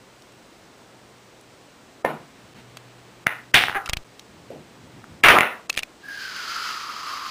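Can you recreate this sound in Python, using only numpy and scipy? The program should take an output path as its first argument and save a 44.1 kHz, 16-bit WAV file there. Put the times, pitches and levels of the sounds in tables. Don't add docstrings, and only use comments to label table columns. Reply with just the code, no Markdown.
import sys
import numpy as np
from scipy import signal
from scipy.fft import rfft, irfft
from scipy.io import wavfile
from scipy.ndimage import uniform_filter1d, minimum_filter1d

SR = 44100
rng = np.random.default_rng(int(sys.argv[2]) if len(sys.argv) > 2 else 0)


def digitize_waveform(pressure):
    field = np.atleast_2d(pressure).T
    bounded = np.clip(field, -1, 1)
    quanta = np.round(bounded * 32767).astype(np.int16)
    wavfile.write(sys.argv[1], SR, quanta)


def convert_level_to_amplitude(level_db):
    exponent = np.asarray(level_db, float) / 20
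    return 10 ** exponent


N = 321930

# frequency in Hz, density in dB per Hz.
FLOOR_SPECTRUM = [(15, -41), (30, -17), (74, -12.5), (119, -10.5), (200, -6.5), (340, -5.5), (640, -9),
                  (1800, -15.5), (4000, -20), (7900, -25), (9950, -29.5), (10100, -37.5), (12000, -37.5),
                  (15400, -33)]
# frequency in Hz, level in dB.
WHINES = [(4000, -66), (5001, -74), (6998, -91), (7590, -102), (7860, -81), (7892, -66), (8000, -75),
          (15003, -92)]
# start in seconds, level in dB.
HUM_LEVELS = [(0, -62.5), (2.54, -54), (3.54, -59), (4.04, -63.5), (5.6, -73)]
SHOT_GAPS = [2.5415, 4.042]

# start in seconds, peak in dB, shell pitch in Hz.
BUTTON_TICKS = [
    (.22, -35.5, 4500),
    (.32, -40, 4500),
    (1.41, -40, 7140),
    (2.77, -19, 2940),
    (4.194, -24.5, 3950),
]
LIGHT_TOUCHES = [(3.8589, -16.5, 2700), (5.6965, -6, 4230), (5.7274, -21, 3270), (5.7407, -22, 2290),
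                 (5.749, -25, 2600), (5.7626, -22, 2500), (5.7706, -15, 2920), (5.783, -11, 2400),
                 (5.790, -6.5, 2780), (5.8248, -25, 2550), (5.8313, -10, 2470)]
FIRM_TOUCHES = [
    (3.89, -18, 2300),
    (5.775, -7, 2400),
]
HARD_TOUCHES = [
    (3.895, -8, 2610),
    (3.933, -4.5, 2360),
    (3.9692, -12.5, 2630),
]
RINGING_TOUCHES = [
    (3.859, -28, 1380),
    (3.876, -19.5, 1370),
    (3.9349, -15.5, 2480),
    (5.7002, -6.5, 2610),
]
RUSTLES = [
    (3.863, -25, 2600),
    (3.9, -25, 2400),
    (5.7968, -23.5, 2540),
]
# thump in dB, ring time in seconds, pure share of the ring, click in dB.
TOUCH_VOICES = [
    (-72, 0.02, 0.16, -15),
    (-52, 0.016, 0.53, -12),
    (-36, .017, 0.65, 2),
    (-23, 0.021, 0.24, 3.5),
    (-58, 0.018, 1.8, -40),
    (-60, .06, .05, -40),
]

# start in seconds, peak in dB, ring in Hz, ring length in cycles, room send in dB.
CUE_BLOWS = [
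    (2.0478, -5, 645, 1.84, -26.5),
    (4.5037, -31, 446, 5.1, -16),
]
# frequency in Hz, level in dB, decay t60 in seconds.
CUE_SHAFT = [(1800, -22, 0.13), (2116, -25.5, .1), (1010, -20, 0.082)]
# frequency in Hz, level in dB, decay t60 in seconds.
TABLE_SLATE = [(150.2, -17.5, 0.6), (256, -10.5, 0.15), (536, 1.5, 0.057)]
# frequency in Hz, decay t60 in seconds.
ROOM_DECAY = [(100, 0.37), (400, 0.29), (1500, 0.27), (4000, 0.26), (8000, .18)]

# start in seconds, end in seconds, rumble in dB, swish in dB.
FAR_RUNS = [
    (2.197, 2.54, -57, -60),
    (2.547, 3.268, -59.5, -60),
    (4.29, 5.24, -53, -62),
]
# time in seconds, rumble in dB, swish in dB.
CUSHION_BUMPS = [
    (2.585, -53, -53),
    (4.85, -56, -75),
    (4.98, -44, -66),
    (5.13, -46, -64),
]

# start in seconds, peak in dB, ring in Hz, room send in dB.
BALL_CLACKS = [
    (3.2674, 1, 1800, -32),
    (3.2688, -4, 1910, -70),
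    (5.041, -30, 1370, -41),
    (5.237, 2, 2400, -18),
    (5.367, -2.5, 1200, -26.5),
    (5.386, 3.5, 2080, -31),
    (5.407, 3.5, 2280, -30),
    (5.432, -6.5, 1810, -28.5),
    (6.085, -32, 1650, -21),
]

# start in seconds, level in dB, length in seconds, sag in dB per second.
POCKET_SPELLS = [
    [(3.541, -7.5, 0.034, 135), (3.58, -19, 0.145, 103)],
    [(5.236, -8, 0.039, 54), (5.283, -6.5, 0.1, 60), (5.41, -26.5, 0.2, 116)],
]
# frequency in Hz, density in dB per Hz.
POCKET_SPECTRA = [
    [(35, -47), (60, -11.5), (606, -18.5), (729, -3.5), (952, -12), (1520, -5.5), (1690, -1.5), (3320, -4),
     (4700, -17), (8000, -32), (10400, -63), (17600, -120)],
    [(35, -15), (60, -12), (302, -14.5), (387, -10), (582, -8), (932, -6.5), (1190, 0.5), (2300, -1),
     (3100, -6.5), (4300, -20), (8000, -36), (10400, -68), (17600, -120)],
]
POCKET_SINK = (0.27, 0.16)
POCKET_KNOCKS = (3000, 9000)
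# start in seconds, peak in dB, ring in Hz.
POCKET_RATTLE = [
    (3.5419, 6, 1890),
    (3.609, -10, 1510),
    (3.637, -4, 1790),
    (3.683, -9.5, 1580),
    (3.696, -10, 1650),
    (3.7151, -21, 1470),
    (3.727, -18, 1600),
    (3.737, -24, 1460),
]
# start in seconds, first gap in seconds, last gap in seconds, ring in Hz.
POCKET_CHATTER = (3.7475, .0051, .00236, 1600)
# frequency in Hz, level in dB, decay t60 in seconds.
LEATHER_CUP = [(794, -18, 0.12), (410, -29, 0.048)]

# time in seconds, cloth hiss in dB.
ROLL_NEARNESS = [(5.98, -65), (6.1, -46.5), (6.22, -39.5), (6.52, -34.5), (6.68, -32.5), (6.87, -39),
                 (7.3, -38)]
# frequency in Hz, density in dB per Hz.
CLOTH_SPECTRUM = [(1120, -17.5), (1900, -2), (2500, -3), (3190, -1.5), (3550, -6), (3990, -2.5), (4910, 2),
                  (5690, -8.5), (6170, -7), (8530, -26), (9500, -23), (12400, -27), (20900, -120)]
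# time in seconds, extra level in dB.
ROUGH_PATCHES = [
    (6.096, 4.5),
    (6.222, 2),
    (6.568, 4),
    (6.67, 5.0),
    (7.112, 3.5),
    (7.24, 1.5),
]

CLOCK_HZ = (12000, 8000)
CLOCK_FOLD_DB = (-23.5, -31.5)


def rms_one(x):
    return x / np.sqrt(np.mean(x ** 2) + 1e-20)


def colour(x, points):
    hz = np.arange(len(x) // 2 + 1) * SR / len(x) + 1
    point_hz, point_db = np.transpose(points)
    gain = convert_level_to_amplitude(np.interp(np.log(hz), np.log(point_hz), point_db))
    return irfft(rfft(x) * gain, len(x))


def band(x, low_hz, high_hz):
    return signal.sosfilt(signal.butter(2, [low_hz, high_hz], "band", fs=SR, output="sos"), x)


def smooth(x, order, hz):
    return signal.sosfilt(signal.butter(order, hz, fs=SR, output="sos"), x)


def drift(rate):
    knots = rng.standard_normal(400)
    return np.interp(np.arange(N) / SR * rate, np.arange(400), knots)


def bell(s, width_s):
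    return np.exp(-((np.arange(N) / SR - s) / width_s) ** 2)


def add(out, s, sound):
    at = round(s * SR)
    out[at:at + len(sound)] += sound[:N - at]


def modes(table):
    t = np.arange(12000) / SR
    return sum(convert_level_to_amplitude(db - 60 * t / t60) * np.sin(2 * np.pi * hz * t) for hz, db, t60 in table)


def floor():
    t = np.arange(N) / SR
    hiss = rms_one(colour(rng.standard_normal(N), FLOOR_SPECTRUM))
    hiss = hiss * convert_level_to_amplitude(-50.5 + 0.071 * drift(11.0))
    whine = sum(convert_level_to_amplitude(db - 7) * np.sin(2 * np.pi * hz * t) for hz, db in WHINES)
    start_s, place_db = np.transpose(HUM_LEVELS)
    hum_db = uniform_filter1d(place_db[np.searchsorted(start_s[1:], t)], size=800)
    hum = convert_level_to_amplitude(hum_db + 2.0 * drift(4.17)) * np.sin(2 * np.pi * 122 * t)
    return hiss + whine + hum


def buttons():
    out, t = np.zeros(N), np.arange(2600) / SR
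    push = t / 0.0021 * np.exp(1 - t / 0.0015)
    push = push - 0.1 * t / 0.045 * np.exp(1 - t / 0.032)
    click = 1.9 * np.sin(2 * np.pi * 3200 * t) * np.exp(-t / 0.000073)
    kinds = (BUTTON_TICKS, LIGHT_TOUCHES, FIRM_TOUCHES, HARD_TOUCHES, RINGING_TOUCHES, RUSTLES)
    for rows, (thump_db, ring_s, pure, click_db) in zip(kinds, TOUCH_VOICES):
        tame = max(pure, 1)
        for s, db, hz in rows:
            noise = rng.standard_normal((2, 2600))
            snap = band(noise[0], 450, 7500)
            snap = snap * (0.7 * np.exp(-t / 0.0006) + 0.15 * np.exp(-t / 0.003))
            shell = pure * np.sin(2 * np.pi * hz * t) + band(noise[1], 0.72 * hz, 1.56 * hz)
            shell = 0.74 / tame * shell * convert_level_to_amplitude(-60 * t / ring_s)
            body = (snap / tame ** 2 + shell) * (1 - np.exp(-t / 0.0003))
            touch = convert_level_to_amplitude(db) * (body + convert_level_to_amplitude(click_db) * click) + convert_level_to_amplitude(thump_db + 2.5) * push
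            add(out, s + 0.00079, touch)
    return out


def knock(hz, cycles, bright_db, push_db):
    t = np.arange(1024) / SR
    swell = 1 - np.exp(-(t * hz * 2.25) ** 2)
    decay = np.exp(-np.log(1000) * t * hz / cycles)
    ring = -np.sin(2 * np.pi * hz * t - 1.2) * swell * decay
    tick = band(rng.standard_normal(1024) * np.exp(-t / 0.0077), 1500, 3600)
    push = band(t / 0.00026 * np.exp(1 - t / 0.00028), 106, 2960)
    return ring / np.abs(ring).max() + convert_level_to_amplitude(bright_db) * tick - convert_level_to_amplitude(push_db) * push


def strike(near, far, s, db, hz, cycles, room_db, bright_db, push_db=-17, low_hz=30):
    direct = knock(hz, cycles, bright_db, push_db)
    add(near, s + 0.0007, convert_level_to_amplitude(db) * band(direct, low_hz, 16000))
    blunt = knock(hz, 0.52 * cycles, bright_db + 4.0, -44)
    add(far, s, convert_level_to_amplitude(db + room_db + 5.5) * band(blunt, hz / 3.9, 3000))


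def cue_blows():
    near, far = np.zeros(N), np.zeros(N)
    for (s, db, hz, cycles, room_db), slate_db in zip(CUE_BLOWS, (-12, 0.1)):
        strike(near, far, s, db, hz, cycles, room_db, bright_db=-17, push_db=-50, low_hz=170)
        add(near, s, convert_level_to_amplitude(db + slate_db) * band(modes(TABLE_SLATE), 120, 4400))
    t = np.arange(12000) / SR
    beating = 1 + 0.37 * np.cos(2 * np.pi * 65 * t)
    add(near, CUE_BLOWS[0][0] + 0.000903, modes(CUE_SHAFT) * beating)
    return near, far


def room(x):
    t, tail = np.arange(SR) / SR, 0
    echoes = rng.standard_normal(SR) * (rng.random(SR) < 0.03 + 3.0 * t)
    echoes = echoes * np.clip((t - 0.004) / 0.0064, 0, 1)
    decay_hz, decay_s = np.transpose(ROOM_DECAY)
    edges = 70 * 2 ** np.arange(0, 7.6, 0.5)
    for low, high in zip(edges, edges[1:]):
        t60 = np.interp(np.log(low), np.log(decay_hz), decay_s)
        tail = tail + min(low / 200, 1) * band(echoes, low, high) * convert_level_to_amplitude(-60 * t / t60)
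    return signal.fftconvolve(x, tail / np.sqrt(np.sum(tail ** 2)) * 10)[:N]


def rumble():
    low = rms_one(band(rng.standard_normal(N), 81, 270))
    swish = rms_one(band(rng.standard_normal(N), 600, 3100))
    t, out = np.arange(N) / SR, np.zeros(N)
    for start, end, low_db, swish_db in FAR_RUNS:
        out += ((t > start) & (t < end)) * (convert_level_to_amplitude(low_db) * low + convert_level_to_amplitude(swish_db) * swish)
    for s, low_db, swish_db in CUSHION_BUMPS:
        out += bell(s, 0.027) * (convert_level_to_amplitude(low_db) * low + convert_level_to_amplitude(swish_db) * swish)
    return out


def ball_clacks():
    near, far = np.zeros(N), np.zeros(N)
    for s, db, hz, room_db in BALL_CLACKS:
        strike(near, far, s, db, hz, 8.1, room_db, bright_db=-25)
    return near, far


def tumble():
    sizes = convert_level_to_amplitude(3.25 * np.minimum(rng.exponential(1, N), 4)) * rng.choice([-1, 1], N)
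    chance, out, t = rng.random(N), np.zeros(N), np.arange(N) / SR
    for spells, spectrum, sink_s, rate in zip(POCKET_SPELLS, POCKET_SPECTRA, POCKET_SINK, POCKET_KNOCKS):
        level = np.zeros(N)
        for s, db, length, sag in spells:
            rise = np.clip((t - s) / 0.0012, 0, 1)
            stop_db = 700 * np.maximum(t - s - length, 0)
            level += rise * convert_level_to_amplitude(db - sag * np.maximum(t - s, 0) - stop_db)
        bright = rms_one(colour(sizes * (chance < rate / SR), spectrum))
        dull = rms_one(band(bright, 220, 1000))
        sunk = np.clip((t - spells[0][0]) / sink_s, 0, 1) ** 2
        out += level * (bright + sunk * (dull - bright))
    return out


def pocket_rattle():
    near, far = np.zeros(N), np.zeros(N)
    for s, db, hz in POCKET_RATTLE:
        strike(near, far, s, db, hz, 6.0, room_db=-38.5, bright_db=-24)
    damping = np.exp(-np.arange(12000) / SR / 0.004)
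    for s, db, _ in POCKET_RATTLE[2:]:
        add(near, s + 0.0009, convert_level_to_amplitude(db + 4.5) * modes(LEATHER_CUP) * damping)
    return near, far


def pocket_chatter():
    near, far = np.zeros(N), np.zeros(N)
    s, first, last, hz = POCKET_CHATTER
    for k in range(24):
        touch_db = -14 - 1.8 * max(k - 8, 0) + rng.normal(0, 1)
        touch = -convert_level_to_amplitude(touch_db) * knock(hz, 5.5, -27, -51)
        add(near, s, touch)
        add(near, s, np.abs(touch).max() * rng.choice([-1, 1]) * modes(LEATHER_CUP))
        add(far, s, convert_level_to_amplitude(-25.5) * band(touch, 430, 1400))
        s += last + (first - last) * 0.5 ** k + 0.00009 * max(k - 7, 0)
    return near, far


def roll():
    t = np.arange(N) / SR
    grain = rng.standard_normal((2, N)) * convert_level_to_amplitude(2.0 * np.minimum(rng.exponential(1, (2, N)), 3))

    end_hz, top_hz = 1032, 1630
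    hollow_hz = end_hz + (top_hz - end_hz) * np.exp(-np.maximum(t - 6.16, 0) / 0.66)
    phase = 2 * np.pi * np.cumsum(hollow_hz) / SR
    pure, narrow = smooth(grain, 2, 45), smooth(grain, 2, 110)
    wide = smooth(grain[::-1], 1, 300)
    opening = np.clip((t - 6.05) / 0.38, 0.15, 1)
    sides = opening * (narrow + 0.43 * wide) + 1.52 * (1 - opening) * pure
    hollow = sides[0] * np.sin(phase) + sides[1] * np.cos(phase)
    hollow = rms_one(band(hollow, 985, 1860))
    hollow_db = -37 - 3 * np.clip((6.084 - t) / 0.0051, 0, 1)
    hollow_db = hollow_db - 900 * np.maximum(6.05 - t, 0)
    hollow_db = hollow_db + sum(db * bell(s, 0.033) for s, db in ROUGH_PATCHES)

    hiss = rms_one(colour(grain[0], CLOTH_SPECTRUM)) * convert_level_to_amplitude(0.95 * drift(30))
    hiss_db = np.interp(t, *np.transpose(ROLL_NEARNESS))
    fade = np.clip((t - 5.95) / 0.058, 0, 1)
    return fade * (convert_level_to_amplitude(hollow_db) * hollow + convert_level_to_amplitude(hiss_db) * hiss)


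def clock_fold(sound):
    t = np.arange(N) / SR
    rising = band(np.diff(sound, prepend=0) * 3.34, 350, 7100)
    clocks = sum(2 * convert_level_to_amplitude(db) * np.cos(2 * np.pi * hz * t) for hz, db in zip(CLOCK_HZ, CLOCK_FOLD_DB))
    return rising * clocks


def scene():
    contacts = (cue_blows(), ball_clacks(), pocket_rattle(), pocket_chatter())
    near = sum(direct for direct, _ in contacts)
    far = sum(sent for _, sent in contacts)
    pocket = tumble()
    sound = near + pocket + room(far + convert_level_to_amplitude(-34.5) * pocket) + roll() + rumble() + buttons()
    return (sound + clock_fold(sound) + floor())[None]


def swell_before_blows(x):
    early = rng.standard_normal(220) * np.exp(np.arange(-220, 0) / 97.0)
    power = uniform_filter1d(band(x, 1900, 16300) ** 2, size=128)
    level = np.sqrt(np.abs(power)) + 1e-7
    coming = -minimum_filter1d(-level, size=1000, origin=-499)
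    jump_db = 20 * np.log10(coming / level)
    smear = signal.fftconvolve(x, early)[219:N + 219]
    smear = convert_level_to_amplitude(-30) * np.clip((jump_db - 8) / 4, 0, 1) * smear
    starved = uniform_filter1d(np.clip((jump_db - 25) / 6, 0, 0.75), size=64)
    treble = signal.sosfiltfilt(signal.butter(3, 1500, "high", fs=SR, output="sos"), x)
    return x + smear - starved * treble


def band_limit(x):
    return signal.sosfilt(signal.butter(12, 16470, fs=SR, output="sos"), x)


def record(dry):
    t = np.arange(N) / SR
    gate = np.prod([np.clip(np.abs(t - s) / 0.0015 - 1, 0.03, 1) for s in SHOT_GAPS], axis=0)
    ceiling = np.where(dry > 0, 0.85, 1)
    loud = dry * gate / (1 + np.abs(dry / ceiling) ** 4) ** (1 / 4)
    top_cut = signal.ellip(7, 0.5, 38, 15250, fs=SR, output="sos")
    mix = signal.sosfilt(top_cut, swell_before_blows(loud[0])[None])
    return band_limit(mix)


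dry = scene()
out = record(dry)
digitize_waveform(out)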